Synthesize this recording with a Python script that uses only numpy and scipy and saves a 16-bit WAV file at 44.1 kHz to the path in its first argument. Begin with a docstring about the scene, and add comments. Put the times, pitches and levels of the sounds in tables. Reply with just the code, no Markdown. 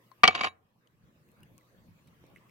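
"""A faint tick, then a small metal tin lands on a table to the right, bounces and rattles to rest.
Afterwards fingers pick at sticky putty in a quiet room, while the recorder's gain creeps back up.
The tin is a bank of dying sines struck by listed knocks and random rattle taps, plus contact noise and a thud.
Putty ticks are bursts of noise snaps with a dull ring; shaped noise and hum tones make the background."""
import sys
import numpy as np
from scipy import signal
from scipy.fft import rfft, irfft
from scipy.io import wavfile
from scipy.ndimage import uniform_filter1d

SR = 44100
rng = np.random.default_rng(int(sys.argv[2]) if len(sys.argv) > 2 else 0)


def file_out(sig):
    """Save sig as 16-bit WAV at sys.argv[1]."""
    # one column per channel
    cols = np.atleast_2d(sig).T
    # limit, then scale
    lim = np.clip(cols, -1, 1)
    pcm = np.round(lim * 32767).astype(np.int16)
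    wavfile.write(sys.argv[1], SR, pcm)


N = 110250  # samples, 2.5 s


def amp(db):
    """Turns dB into an amplitude factor."""
    return 10 ** (np.asarray(db) / 20)


def evened(x):
    """Scales a sound to an RMS of one."""
    return x / np.sqrt(np.mean(x ** 2) + 1e-20)


def read(points, hz):
    """Reads a curve of (Hz, value) points along a logarithmic pitch axis."""
    f, value = np.transpose(points)
    return np.interp(np.log(hz + 1), np.log(f + 1), value)


def over_time(points, t):
    """Reads a curve of (seconds, value) points."""
    return np.interp(t, *np.transpose(points))


def add(mix, s, sound):
    """Lays a sound into the mix at s seconds, cut off at the end."""
    part = mix[:, round(s * SR):][:, :sound.shape[1]]
    part += sound[:, :part.shape[1]]


def coloured(x, db):
    """Filters along time by a dB value per FFT bin."""
    return irfft(rfft(x) * amp(db), x.shape[-1])


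def ring(modes, extra_db, size=9000, on_db=0):
    """Dying sines; each mode reaches the two microphones with its own balance and phase."""
    contact_s = 0.00056  # rise of the ring
    damp_s = 0.014  # contact with the table damps quickly, down to on_db
    hz, db, t60, pan_db, turns = np.transpose(modes)[:, :, None]
    t = np.arange(size) / SR
    side = np.array([.5, -.5])[:, None, None]  # left, right
    rise = np.sin(np.pi / 2 * np.minimum(t / contact_s, 1)) ** 2
    wave = np.sin(2 * np.pi * (hz * t - side * turns)) * rise
    decay = amp(db + extra_db + side * pan_db - 60 * t / t60)
    damped = amp(on_db) + (1 - amp(on_db)) * np.exp(-(t / damp_s) ** 2)
    return (decay * wave).sum(1) * damped


def tin():
    """Knocks and a random rattle ring the same tin; a short noise marks each contact."""
    # Knocks on the table. Each row: start in seconds, level in dB, favoured pitch in Hz,
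    # hardness in dB per octave, rim ring in dB relative to the knock.
    knocks = [(.23430, -1, 1182, 0, -40), (.23856, -2, 1182, 1, -40), (.2515, -6, 2290, -2, -50),
              (.2765, -1, 3210, 2, -50), (.2772, -1, 5130, 5, -31), (.2830, -3, 784, -4.5, -20),
              (.3090, -21, 1200, -1, -48), (.3505, -5, 2770, 2, -8), (.3590, -15.5, 4800, 0, -0.5),
              (.4105, -5, 2290, 1, -8), (.4343, -8, 2300, 1, -10), (.4430, -5, 790, 1, -4),
              (.4470, -10, 3020, 2.5, -5), (.4520, -15, 1090, -4, -3)]
    # Tin body. Each row: pitch in Hz, level in dB, T60 in seconds, left minus right in dB, left lag in turns.
    body = [(211, -20, 0.093, 8, 0.3), (437, -13, 0.11, -1, 0.3), (748, -8.5, 0.1, 1.5, 0.23),
            (1181, -6, .045, -1, .1), (1391, -10, 0.029, -1, .15), (1903, -6, .05, 6, .35),
            (2283, -6.5, 0.15, 3.5, .15), (2583, -13, .04, 0.5, 0.17), (2845, -12.5, .06, 2, 0.11),
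            (3035, -6, 0.031, -0.5, 0.28), (3350, -14, 0.057, -2.5, 0.32), (4244, -25.5, 0.14, -2, .25),
            (4557, -19, 0.032, -4.5, 0.13), (4710, -16.5, 0.032, -7, 0.29), (6100, -30.5, .05, -0.5, 0.43)]
    # Rim and lid, free to ring once the tin tips on edge. Each row: the same columns as the body.
    rim = [(787, -6, .05, -2, 0.085), (1073.6, -2, .07, 0.15, .1), (3842, -10.5, 0.094, 0, 0.13),
           (6860, -20, 0.13, -2, 0.12), (9800, -33, 0.1, -2, .2), (12380, -39, .09, 0, .2),
           (15100, -47, .08, 0, .2)]
    # Loudness of the rattle. Each row: time in seconds, level in dB.
    rattle = [(.236, -50), (.29, -47), (.335, -57), (.36, -49), (.39, -49), (.405, -52), (.43, -54),
              (.445, -48), (.472, -48), (.488, -66)]
    ring_db, crack_db, uneven_db = -6.5, -9, 3  # ring and contact noise per knock, random spread of modes
    ring_on_db = -10.5  # the part of the body's ring that escapes the table's damping
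    thud_hz, thud_db, thud_t60 = 89, -37, 0.35  # table top
    taps_per_s, spread_db, soft_hz = 1800, 5.5, 4630  # rattle density, level spread, treble limit
    rattle_rim_db, rattle_crack_db, tipped_s = -0.5, 8, 0.28  # rim joins in from tipped_s
    low_cut_hz = 56.14  # the tin's sound keeps little deep bass below this

    out = np.zeros((2, N))
    hz = np.array(body)[:, :1]
    t = np.arange(9000) / SR
    thud = amp(thud_db - 60 * t / thud_t60) * np.sin(2 * np.pi * thud_hz * t) * np.ones((2, 1))
    for s, db, near_hz, hard_db, rim_db in knocks:
        shade = colour_db(hz, near_hz, hard_db) + uneven_db * rng.standard_normal(hz.shape)
        ringing = ring(body, shade, on_db=ring_on_db) + ring(rim, rim_db)
        add(out, s, amp(db + ring_db) * ringing)
        # the thud grows with the square of the knock
        add(out, s, amp(db + crack_db) * crack(near_hz, hard_db) + amp(2 * db) * thud)

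    taps = rng.choice([-1., 1.], N) * (rng.random(N) < taps_per_s / SR)
    taps *= amp(spread_db * np.minimum(rng.exponential(1, N), 4))
    clock = np.arange(N) / SR
    taps *= amp(over_time(rattle, clock)) * (clock > rattle[0][0]) * (clock < rattle[-1][0])
    soft = signal.sosfilt(signal.butter(2, soft_hz, fs=SR, output="sos"), taps)
    struck = ring(body, 0, on_db=ring_on_db) + amp(rattle_crack_db) * crack(2800, 0)
    out += signal.oaconvolve(soft[None], struck, axes=1)[:, :N]
    tipped = taps * (clock > tipped_s)
    out += signal.oaconvolve(tipped[None], ring(rim, rattle_rim_db), axes=1)[:, :N]
    return signal.sosfilt(signal.butter(2, low_cut_hz, "high", fs=SR, output="sos"), out)


def colour_db(hz, near_hz, hard_db):
    """Where and how hard the tin lands favours one pitch region and tilts the rest."""
    favour_db, favour_oct = 8, 0.051  # height and width of the favoured region
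    favoured = favour_db * np.exp(-.5 * (np.log2(hz / near_hz) / favour_oct) ** 2)
    return favoured + hard_db * np.log2(np.maximum(hz, 700) / 2000)


def crack(near_hz, hard_db):
    """Short contact noise; it reaches the left microphone later."""
    # Colour of the contact noise. Each row: pitch in Hz, relative level in dB per Hz.
    contact_colour = [(60, -44), (500, -15), (800, -12.5), (1800, -7), (2800, -11.5), (3800, -19),
                      (5200, -22.5), (7000, -29), (10000, -46), (16000, -64.5)]
    crack_t60, rise_s, left_lag_s = 0.026, 0.00033, 0.00033
    t, hz = np.arange(9000) / SR, np.fft.rfftfreq(9000, 1 / SR) + 20
    shared, own = rng.standard_normal(9000), rng.standard_normal((2, 9000))
    colour = read(contact_colour, hz) + colour_db(hz, near_hz, hard_db)
    noise = evened(coloured(shared + 0.35 * own, colour))
    noise = noise * amp(-60 * t / crack_t60) * np.minimum(t / rise_s, 1)
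    return np.array([np.roll(noise[0], round(left_lag_s * SR)), noise[1]])


def ticks():
    """Each tick is a short burst of tiny snaps, each with a bright edge and one dull ring; long ones start softly."""
    # Putty and nail ticks. Each row: start in seconds, length in seconds, ring level in dB, ring pitch in Hz,
    # ring T60 in seconds, snap level in dB, snap pitch in Hz, left minus right in dB.
    picks = [(.1160, 0.00063, -45.5, 1046, 0.049, -57, 2500, 10.5),
             (0.1161, 0.0003, -65, 4230, 0.046, -88, 4050, 0),
             (.8730, 0.0034, -52, 3020, 0.012, -49.5, 4000, 4),
             (1.2885, 0.0029, -59.5, 2500, 0.0098, -57.5, 10980, 0.5),
             (1.3165, 0.0011, -72, 4985, 0.0083, -55, 14500, 7),
             (1.406, 0.00066, -70, 5000, 0.0086, -59.5, 8000, -5),
             (1.431, 0.0051, -50, 2760, 0.018, -56, 9460, 6),
             (1.433, 0.0026, -61, 5400, 0.0089, -48, 13000, -2),
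             (1.5800, 0.0013, -63, 1100, 0.062, -48, 7850, 6),
             (1.5856, 0.0031, -55.5, 2550, 0.013, -58, 9000, -2),
             (1.61, 0.0033, -62, 2020, 0.028, -64, 9000, -6),
             (2.072, 0.0073, -61.5, 2270, 0.015, -54, 7000, 2),
             (2.0760, 0.01, -59, 4050, 0.0066, -62.5, 12000, -8),
             (2.24, 0.0005, -45, 430, 0.013, -65, 4430, -1.5),
             (2.266, 0.0025, -66.5, 4000, 0.0082, -60, 11000, 8),
             (2.3010, 0.0018, -58.5, 2980, 0.0057, -65, 10100, 2),
             (2.36, 0.02, -49, 2080, 0.015, -56, 11000, -5),
             (2.358, 0.03, -55, 2700, 0.0085, -63.5, 1200, 1),
             (2.481, 0.017, -57.5, 2260, 0.0098, -62, 6000, 1)]
    snap_t60, snap_oct, after_snap = .006, 1.1, 0.47  # decay, bandwidth, share of noise in later snaps
    spread_s = .01  # longer ticks crackle more, fully from this length
    wobble = .05  # largest share by which the ring pitch strays from snap to snap

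    out = np.zeros((2, N))
    t, hz = np.arange(2048) / SR, np.fft.rfftfreq(2048, 1 / SR)
    for s, length, ring_db, ring_hz, t60, snap_db, snap_hz, pan_db in picks:
        band = -6 * (np.log2((hz + 50) / snap_hz) / snap_oct) ** 2
        snap = evened(coloured(rng.standard_normal((2, 2048)), band)) * amp(snap_db - 60 * t / snap_t60)
        snap = snap * amp([[pan_db / 2], [-pan_db / 2]])
        spread = min(1, length / spread_s)
        first = snap + ring([(ring_hz, ring_db, t60, pan_db, .05)], 0, size=2048)
        add(out, s, (1 - spread) * first)
        for when, size, bend in rng.random((10, 3)):
            pitch = ring_hz * (1 + wobble * (2 * bend - 1))
            one = after_snap * snap + ring([(pitch, ring_db, t60, pan_db, .05)], 0, size=2048)
            add(out, s + when * length, one * size * spread)
    return out


def room(x):
    """Sparse reflections of random sign, each band dying at its own speed."""
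    # Reverberation. Each row: pitch in Hz, T60 in seconds.
    decay_times = [(200, 0.67), (1000, 0.36), (2300, .25), (4500, .13), (12000, 0.057)]
    taps = np.zeros((2, SR // 2))
    at = np.arange(200, SR // 2 - 20, 20)
    at = at + rng.integers(0, 20, (2, len(at)))
    np.put_along_axis(taps, at, rng.choice([-1., 1.], at.shape), 1)
    hz, t, z = signal.stft(taps, SR, nperseg=256)
    tail = signal.istft(z * amp(-60 * t / read(decay_times, hz)[:, None]), SR, nperseg=256)[1]
    return signal.fftconvolve(x, tail / np.linalg.norm(tail[0]), axes=1)[:, :N]


def floor():
    """Room air and microphone hiss: random short-time spectra with drifting patches and wandering bands."""
    # Colour of the floor. Each row: pitch in Hz, relative level in dB per Hz.
    floor_colour = [(20, -36.5), (45, -17.5), (100, -5), (174, -2), (259, -14), (311, -11), (394, -20),
                    (486, -15), (780, -25.5), (1160, -20.5), (1350, -26.5), (2230, -26), (3670, -33),
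                    (6000, -37.5), (10000, -40.5), (14000, -37), (16000, -39.5)]
    # Wander under 230 Hz. Each row: time in seconds, relative level in dB.
    rumble = [(0, -14.5), (.5, -2), (1, 0), (2, 0.5), (2.5, -2)]
    # Wander from 230 to 700 Hz. Each row: time in seconds, relative level in dB.
    low_middle = [(0, -1), (1, 3), (1.6, 0), (2.22, 0), (2.25, 6), (2.35, 4.5), (2.4, 2), (2.5, 3)]
    # Wander from 700 to 4000 Hz. Each row: time in seconds, relative level in dB.
    rustle = [(0, 1), (1, 1.5), (1.6, 0), (2.2, 2), (2.3, 4.5), (2.5, 4)]
    # Stereo width. Each row: pitch in Hz, left-right likeness from -1 to 1.
    likeness = [(60, 0.82), (130, 0.69), (290, 0.85), (640, 0.38), (1410, -0.24), (3100, -0.063),
                (6820, -0.11), (15000, 0.35)]
    floor_db, patch_db = -62, 3.5  # overall RMS level, depth of the patches

    frames, hz = N // 256 + 5, np.fft.rfftfreq(1024, 1 / SR)
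    a, b, c, d, patches = rng.standard_normal((frames, 513, 5)).T
    patches = uniform_filter1d(uniform_filter1d(patches, size=10, axis=0), size=10, axis=1)
    patches = evened(patches)
    t = np.arange(frames) * 256 / SR
    low, mid, high = (1 / (1 + (hz[:, None] / edge) ** 6) for edge in (230, 700, 4000))
    wander = low * over_time(rumble, t)
    wander = wander + (mid - low) * over_time(low_middle, t)
    wander = wander + (high - mid) * over_time(rustle, t)
    same = np.clip(read(likeness, hz), -1, 1)[:, None]
    left = a + 1j * b
    right = same * left + np.sqrt(1 - same ** 2) * (c + 1j * d)
    z = np.array([left, right])
    z *= amp(read(floor_colour, hz)[:, None] + patch_db * patches + wander)
    return amp(floor_db) * evened(signal.istft(z, nperseg=1024, noverlap=768)[1][:, :N])


def hum():
    """Mains hum: faint steady tones, alike in both channels."""
    # Hum tones. 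Each row: pitch in Hz, level in dB.
    hum_tones = [(119, -70.5), (239, -81), (359, -80.5)]
    t = np.arange(N) / SR
    return sum(amp(db) * np.sin(2 * np.pi * (hz * t + rng.random())) for hz, db in hum_tones)


def scene():
    """Tin and putty with their reverberation, over the floor and hum."""
    room_db = -29
    near = tin() + ticks()
    return near + amp(room_db) * room(near) + floor() + hum()


def record(dry):
    """Gain control ducks after loud sound, holds, then recovers; the loudest peaks clip."""
    duck_from_db, duck_share = -34, 0.38  # threshold, dB of ducking per dB above it
    attack_s, hold_s, recover_s = 0.07, 0.39, 0.34  # hold counts from the loud moment
    clip, edge_hz = .95, 16300  # peak limit, treble edge of the recorder
    power = uniform_filter1d((dry ** 2).mean(0), size=441)[::441]  # every 10 ms
    power_db = 10 * np.log10(abs(power) + 1e-12)
    over = duck_share * np.maximum(power_db - duck_from_db, 0)
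    t = np.arange(len(over)) / 100
    since = t[:, None] - t[None]  # seconds since each earlier moment
    memory = np.clip(since / attack_s, 0, 1) * np.exp(-(np.maximum(since - hold_s, 0) / recover_s) ** 2)
    duck_db = np.interp(np.arange(N) / SR, t, (memory * over[None]).max(1))
    out = np.clip(dry / amp(duck_db), -clip, clip)
    low_pass = signal.firwin(255, edge_hz, window=("kaiser", 9), fs=SR)
    return signal.oaconvolve(out, low_pass[None], "same")


dry = scene()
out = record(dry)
file_out(out)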